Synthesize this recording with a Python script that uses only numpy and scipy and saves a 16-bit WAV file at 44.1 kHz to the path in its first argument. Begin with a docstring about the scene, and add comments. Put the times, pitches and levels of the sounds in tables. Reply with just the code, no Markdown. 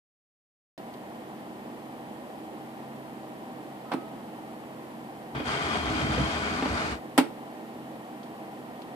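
"""Stylus knocked onto the label

A turntable runs under its open lid in a quiet room, its motor humming through the plinth.
The deck ticks, a spring rings, and at 3.9 s the stylus is knocked out of the run-out groove.
From 5.4 s it scrapes over the paper label for 1.5 s, fibres snagging the tip and ringing arm and lid.
At 7.2 s the arm lands back on the record with a loud clack of tip, headshell and platter."""
import sys
import numpy as np
from scipy import signal
from scipy.fft import rfft, irfft, next_fast_len
from scipy.io import wavfile

SR = 44100
rng = np.random.default_rng(int(sys.argv[2]) if len(sys.argv) > 2 else 0)


def to_wav(s):
    """Save 16-bit WAV."""
    ch = np.atleast_2d(s).T  # columns
    pcm = np.round(np.clip(ch, -1, 1) * 32767)  # PCM
    wavfile.write(sys.argv[1], SR, pcm.astype(np.int16))


N = 394694
T = np.arange(N) / SR
FFT_SIZE = next_fast_len(N + 8192)
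HZ = np.maximum(np.fft.rfftfreq(FFT_SIZE, 1 / SR), 1)

# Noise spectra: f/Hz, relative density/dB
BEARING_SPECTRUM = [(25, -52), (43, -46), (54, -22), (75, -21.5), (110, -12), (170, -8.5), (240, -4),
                    (370, -3), (440, -7), (780, -3.5), (1100, -11), (1500, -18.5), (1880, -17.5),
                    (2400, -22), (3100, -24.5), (6500, -52)]  # motor and bearing
HISS_SPECTRUM = [(100, 9.5), (4500, 4), (6200, -1.5), (7800, 1), (14000, 0.5)]  # microphone
DECK_TICK_SPECTRUM = [(500, -21), (2000, -6), (3200, 3), (4500, 2), (6500, -12), (12000, -20)]
TIP_SPECTRUM = [(300, -6), (2500, 4.5), (5000, -0.5), (6500, -8), (8200, 2), (10000, -0.5), (12000, -12),
                (14400, -9)]
CLACK_SPECTRUM = [(90, -55), (165, -28), (240, -18), (500, 6), (1000, 2), (1500, -6.5), (2000, -5),
                  (3200, -10.5), (4800, -18.5), (6500, -31), (12000, -40)]  # headshell
FRICTION_SPECTRUM = [(100, -28), (190, -1.5), (550, -8.5), (1600, -6.5), (3000, -16.5), (5000, -31),
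                     (14000, -60)]  # floor between the arm's resonances
PAPER_SPECTRUM = [(2000, -20), (4200, 5.5), (5400, -1), (6700, -3.5), (8400, -6), (10000, -12),
                  (12000, -25), (15000, -92)]
RUMBLE_SPECTRUM = [(25, -40), (42, -26), (62, 2.5), (92, 1), (108, -9), (135, 4), (170, -6.5), (260, -19),
                   (900, -70)]  # shaken arm
# Noise-driven resonances: f/Hz, width/Hz, relative left level/dB, relative right level/dB
PLINTH_BANDS = [(237.5, 47, -0.5, -1), (314, 25, -2.5, 1.5), (495, 20, -25, 2), (653, 77, -15, -3.5),
                (778, 79, -5.5, -13), (991, 40, -7.5, -10), (1850, 47, -24, -11.5), (3100, 230, -23.5, -47)]
SKID_BANDS = [(880, 230, -4, 7), (1070, 170, -5, 1), (1530, 160, -5, -7)]
ARM_BANDS = [(424, 30, 1.5, 3), (550, 16, -14, -22), (686, 127, 2, -2), (825, 76, -8, 1),
             (969, 27, 4.5, -10), (1062, 36, 4, -20), (1192, 55, 3.5, -3), (1328, 66, -3, 2.5),
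             (1472, 66, 2.5, -16), (1580, 56, -1, -19), (1823, 38, -1, -20), (2010, 18, 3, -1.5),
             (2235, 170, -27, -2.5), (2450, 93, -1.5, -7.5), (2766, 25, -4, -26), (2890, 37, -15, -5.5),
             (3636, 63, -10.5, -10), (4000, 110, -24, -30), (4674, 140, -10, -30), (5200, 100, -18, -29)]  # arm and lid under friction
CARTRIDGE_BANDS = [(3160, 100, 0.5, -28), (3290, 86, -1, -11)]
LID_BANDS = [(230, 57, 0.46, -5), (276, 7.9, -1, -1), (318, 14.5, -2, 4.5)]
# Struck modes: f/Hz, gain/dB, t60/s, right over left/dB
SPRING_MODES = [(1274, -5.5, 0.84, 10), (1378, -9, .2, 0)]
CANTILEVER_MODES = [(14000, -17, .11, -3), (14130, -19, .1, -3)]
HEADSHELL_MODES = [(590, -15, 0.015, 7), (810, -28.5, 0.029, 3), (940, -24, 0.046, 14),
                   (1135, -13, 0.035, 12), (1360, -8.5, 0.074, 7), (1560, -18, 0.043, -5),
                   (2294, -21, 0.065, 6)]
PLATTER_MODES = [(205, -22.5, 0.15, -10), (272, -10, 0.062, -4), (293.6, -7.5, 0.076, 7.5),
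                 (337.7, -16.5, 0.35, 0), (437, -14.5, 0.12, 10), (554, -15, 0.069, 6),
                 (801, -21, 0.073, 11)]  # record and platter
# Motor hum: multiple of shaft speed, level/dB
HUM_HARMONICS = [(4, -80), (6, -58.5), (8, -60.5), (9, -58), (10, -54.5), (11, -56), (13, -60), (14, -54.5),
                 (16, -66.5), (18, -65), (19, -64), (30, -69), (34, -59.5), (35, -59.5)]
# Ticks of the turning deck: t/s, relative level/dB
DECK_TICK_EVENTS = [(0.7785, -44), (0.9388, -45), (8.2317, -45), (8.818, -41.5)]
# Nudges to the spring: t/s, level/dB
SPRING_NUDGES = [(3.855, -50), (3.8954, -43), (3.9166, -49), (3.945, -57)]
# Stylus contacts: t/s, tip level/dB, headshell level/dB, platter level/dB
STYLUS_CONTACTS = [(3.9176, -52, -26, -50), (3.925, -57, -30.5, -28), (3.9355, -45, -30, -41),
                   (3.9418, -60, -44, -16.5), (3.977, -70, -54, -32), (4.136, -75, -55, -27.5),
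                   (5.35, -60, -36.5, -42), (5.378, -70, -51, -29), (5.402, -64, -35, -22.5),
                   (5.755, -60, -44, -25), (6.1785, -59, -27, -35), (6.201, -60, -31, -26),
                   (6.624, -62, -25, -20), (6.655, -60, -27, -22), (7.178, -22, -15.5, -18),
                   (7.1816, -26, -23, -16.5), (7.1853, -35, -16, -7.5), (7.192, -44, -27, -20)]
# Bumps in the label: t/s, rumble level/dB
LABEL_BUMPS = [(5.38, -42), (5.915, -35), (6.045, -35), (6.21, -25.5), (6.712, -31.5), (6.94, -36)]
# Likeness of the two ears: f/Hz, coherence/0-1
EAR_COHERENCE = [(60, 1), (150, 0.94), (300, 0.81), (700, 1), (2000, 0.38), (5000, 0.35), (14000, 0)]


def from_db(db):
    """Decibels to gain."""
    return 10 ** (np.asarray(db) / 20)


def unit_rms(x):
    """Scale to unit rms."""
    return x / np.sqrt(np.mean(x ** 2) + 1e-20)


def over_hz(points):
    """Interpolate (f/Hz, value) points on a log-frequency axis."""
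    hz, value = np.transpose(points)
    return np.interp(np.log(HZ), np.log(hz), value)


def spectrum(points):
    """Gain per bin of a noise spectrum."""
    return from_db(over_hz(points))


def resonances(bands):
    """Gain per ear and bin; bands add in power."""
    power = sum(from_db([[left_db], [right_db]]) ** 2 / (1 + 2 * ((HZ - hz) / width_hz) ** 2) ** 2
                for hz, width_hz, left_db, right_db in bands)
    return np.sqrt(power)


def white():
    """Two independent noises."""
    return rng.standard_normal((2, N))


def grains(per_s, spread_db):
    """Two trains of random snags of uneven size."""
    sizes = from_db(spread_db * np.minimum(rng.exponential(1, N), 4))
    return unit_rms(white() * sizes * (rng.random(N) < per_s / SR))


def drift(per_s):
    """Random wander, unit rms."""
    knots = rng.standard_normal(4000)
    return unit_rms(np.interp(T * per_s, np.arange(len(knots)), knots))


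def burst_power(at_s, db, t60_s):
    """Power envelope of a decaying burst."""
    power, start = np.zeros(N), int(at_s * SR)
    age_s = T[:min(N - start, SR // 2)]
    power[start:start + len(age_s)] = from_db(db - 60 * age_s / t60_s) ** 2
    return power


def stroke(start_s, end_s, rise_db_per_s, fall_db_per_s):
    """Gain of 1 from start_s to end_s, with ramps outside."""
    rise_db = rise_db_per_s * np.clip(start_s - T, 0, 1)
    fall_db = fall_db_per_s * np.clip(T - end_s, 0, 1)
    return from_db(-rise_db - fall_db) + 1e-18


def hump(at_s, width_s):
    """Gaussian of height 1."""
    return np.exp(-np.minimum(((T - at_s) / width_s) ** 2, 50))


def pan(left_db):
    """Ear gains, left over right by left_db."""
    return from_db(np.array([[left_db], [-left_db]]) / 2)


def to_ears(sources, colour, left_lead_ms):
    """Mix two independent signals to partly coherent stereo; colour is normalised."""
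    coherence = np.clip(over_hz(EAR_COHERENCE), 0, 1)
    mid, side = rfft(sources, FFT_SIZE)
    pair = np.sqrt((1 + coherence) / 2) * mid + np.sqrt((1 - coherence) / 2) * side * [[1], [-1]]
    lead = np.exp(1j * np.pi * HZ * left_lead_ms / 1000 * [[1], [-1]])
    return irfft(pair * lead * unit_rms(colour), FFT_SIZE)[:, :N]


def ring(blows, hz, t60_s):
    """Two-pole mode: a unit blow starts a decaying unit sine."""
    radius, angle = from_db(-60 / (t60_s * SR)), 2 * np.pi * hz / SR
    return signal.lfilter([0, np.sin(angle)], [1, -2 * radius * np.cos(angle), radius ** 2], blows + 1e-18)


def struck(blows, modes):
    """Blows ring a body too small to radiate deep bass."""
    ringing = sum(from_db(db) * ring(blows, hz, t60_s) * pan(-right_db)
                  for hz, db, t60_s, right_db in modes)
    return signal.sosfilt(signal.butter(6, 185, "high", fs=SR, output="sos"), ringing)


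def motor(shaft_hz=22.65):
    """Hum on shaft harmonics; bearing noise rings the plinth and throbs once a turn."""
    shaft_rad = 2 * np.pi * shaft_hz * np.cumsum(1 + 0.00117 * drift(per_s=2.987)) / SR
    hum = np.zeros(N)
    for multiple, db in HUM_HARMONICS:
        amplitude = np.sqrt(2) * from_db(db + 1.8 * drift(per_s=6.6))
        hum += amplitude * np.sin(multiple * shaft_rad + rng.uniform(0, 2 * np.pi))
    throb = 1 + 0.045 * np.sin(shaft_rad)
    colour = np.hypot(spectrum(BEARING_SPECTRUM), resonances(PLINTH_BANDS))
    bearing = to_ears(white() * throb, colour, left_lead_ms=-0.23)
    return hum * pan(left_db=-2.1) + from_db(-42.5) * bearing


def microphone_hiss():
    """Steady self-noise, independent per channel."""
    return irfft(rfft(white(), FFT_SIZE) * spectrum(HISS_SPECTRUM), FFT_SIZE)[:, :N]


def deck_ticks():
    """Light, dry ticks inside the turning deck."""
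    power = sum(burst_power(at_s, db, t60_s=0.057) for at_s, db in DECK_TICK_EVENTS)
    return to_ears(white() * np.sqrt(power), spectrum(DECK_TICK_SPECTRUM), left_lead_ms=-0.14)


def spring():
    """Nudges set a spring under the arm ringing thinly."""
    blows = np.zeros(N)
    for at_s, db in SPRING_NUDGES:
        blows[int(at_s * SR)] = from_db(db)
    return struck(blows, SPRING_MODES)


def contacts(crack_over_tick_db=4, ring_over_clack_db=-6):
    """At each contact the tip cracks and ticks, the headshell clacks and rings, the platter thumps."""
    tick_power, clack_power, tip_blows, shell_blows, platter_blows = np.zeros((5, N))
    for at_s, tip_db, shell_db, platter_db in STYLUS_CONTACTS:
        tick_power += burst_power(at_s, tip_db + crack_over_tick_db, t60_s=0.0045)
        tick_power += burst_power(at_s, tip_db, t60_s=0.079)
        clack_power += burst_power(at_s, shell_db, t60_s=0.066)
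        start = int(at_s * SR)
        tip_blows[start] = from_db(tip_db)
        shell_blows[start] = from_db(shell_db + ring_over_clack_db)
        platter_blows[start] = from_db(platter_db)
    # the arm's many close modes blur into noise
    tick = to_ears(white() * np.sqrt(tick_power), spectrum(TIP_SPECTRUM), left_lead_ms=0.052)
    clack = to_ears(white() * np.sqrt(clack_power), spectrum(CLACK_SPECTRUM), left_lead_ms=-0.04)
    ringing = struck(tip_blows, CANTILEVER_MODES) + struck(shell_blows, HEADSHELL_MODES)
    thump = struck(platter_blows, PLATTER_MODES)
    return tick * pan(left_db=5) + clack * pan(left_db=0.5) + ringing + thump


def skid(at_s=3.918):
    """A short zip: groove walls pluck the tip in quick succession."""
    force = from_db(-26) * stroke(at_s, at_s, rise_db_per_s=4500, fall_db_per_s=500)
    plucks = grains(per_s=4600, spread_db=2.5) * force
    return to_ears(plucks, resonances(SKID_BANDS), left_lead_ms=-0.12)


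def friction(on_vinyl, on_label, bumps, fade_from_s=6.32, fade_db_per_s=26):
    """Fibres snag the tip: the arm rasps, the cartridge rings, the paper hisses. Weaker on vinyl."""
    # grip wanders with the paper's grain and tightens on bumps
    grip = from_db(0.84 * drift(per_s=22) + 0.5 * sum(bumps))
    snags = grains(per_s=14000, spread_db=0.86) * grip * np.hypot(on_label, from_db(-5.5) * on_vinyl)
    fine_snags = grains(per_s=16000, spread_db=-2.5) * grip * np.hypot(on_label, from_db(-13) * on_vinyl)
    arm_colour = np.hypot(spectrum(FRICTION_SPECTRUM), resonances(ARM_BANDS))
    rasp = to_ears(snags, arm_colour, left_lead_ms=0.26)
    fade = from_db(-fade_db_per_s * np.maximum(T - fade_from_s, 0))
    cartridge = to_ears(snags * fade, resonances(CARTRIDGE_BANDS), left_lead_ms=0.23)
    paper = to_ears(fine_snags, spectrum(PAPER_SPECTRUM), left_lead_ms=0.14) * pan(left_db=7)
    return from_db(-30.5) * rasp + from_db(-44) * cartridge + from_db(-45) * paper


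def arm_shake(touching, bumps, swell_db=8.5):
    """The dragged arm shakes, most near half-way, and bumps jolt it: it rumbles, the lid booms."""
    wobble = touching * from_db(swell_db * hump(at_s=6.03, width_s=0.22))
    jolts = touching * sum(from_db(db) * bump for (_, db), bump in zip(LABEL_BUMPS, bumps))
    rumble_gain = np.hypot(from_db(-42.5) * wobble, jolts)
    boom_gain = np.hypot(from_db(-41.5) * wobble, from_db(-9) * jolts)
    rumble = to_ears(white() * rumble_gain, spectrum(RUMBLE_SPECTRUM), left_lead_ms=0.063)
    boom = to_ears(white() * boom_gain, resonances(LID_BANDS), left_lead_ms=0.17)
    return rumble + boom


def scrape():
    """The tip grazes smooth vinyl, hops, bites into the bumpy label and lifts off."""
    on_vinyl = stroke(start_s=5.352, end_s=5.416, rise_db_per_s=2495, fall_db_per_s=307)
    on_label = stroke(start_s=5.472, end_s=6.925, rise_db_per_s=418, fall_db_per_s=307)
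    touching = np.hypot(on_vinyl, on_label)
    bumps = [hump(at_s, width_s=0.032) for at_s, _ in LABEL_BUMPS]
    return friction(on_vinyl, on_label, bumps) + arm_shake(touching, bumps)


def room(x, t60_s=0.25, wall_hz=5070):
    """Short, dull, diffuse tail, different at each ear."""
    age_s = T[:SR // 2]
    tail = rng.standard_normal((2, len(age_s))) * from_db(-60 * age_s / t60_s) * (age_s > 0.005)
    tail = signal.sosfilt(signal.butter(1, wall_hz, fs=SR, output="sos"), tail)
    return signal.fftconvolve(x, tail / np.sqrt(np.sum(tail ** 2) / 2), axes=1)[:, :N]


def scene():
    """Stereo mix; only contacts and skid feed the room."""
    knocks = contacts() + skid()
    steady = from_db(-59.5) * microphone_hiss() + motor()
    return steady + scrape() + from_db(-5) * deck_ticks() + spring() + knocks + from_db(-14.5) * room(knocks)


def record(dry):
    """The microphone opens after a short silence; deep bass and top are cut."""
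    open_s, low_cut_hz, high_cut_hz = 0.778, 36, 14600
    heard = signal.sosfilt(signal.butter(3, low_cut_hz, "high", fs=SR, output="sos"), dry)
    return signal.sosfilt(signal.ellip(12, 0.1, 80, high_cut_hz, fs=SR, output="sos"), heard * (T >= open_s))


dry = scene()
out = record(dry)
to_wav(out)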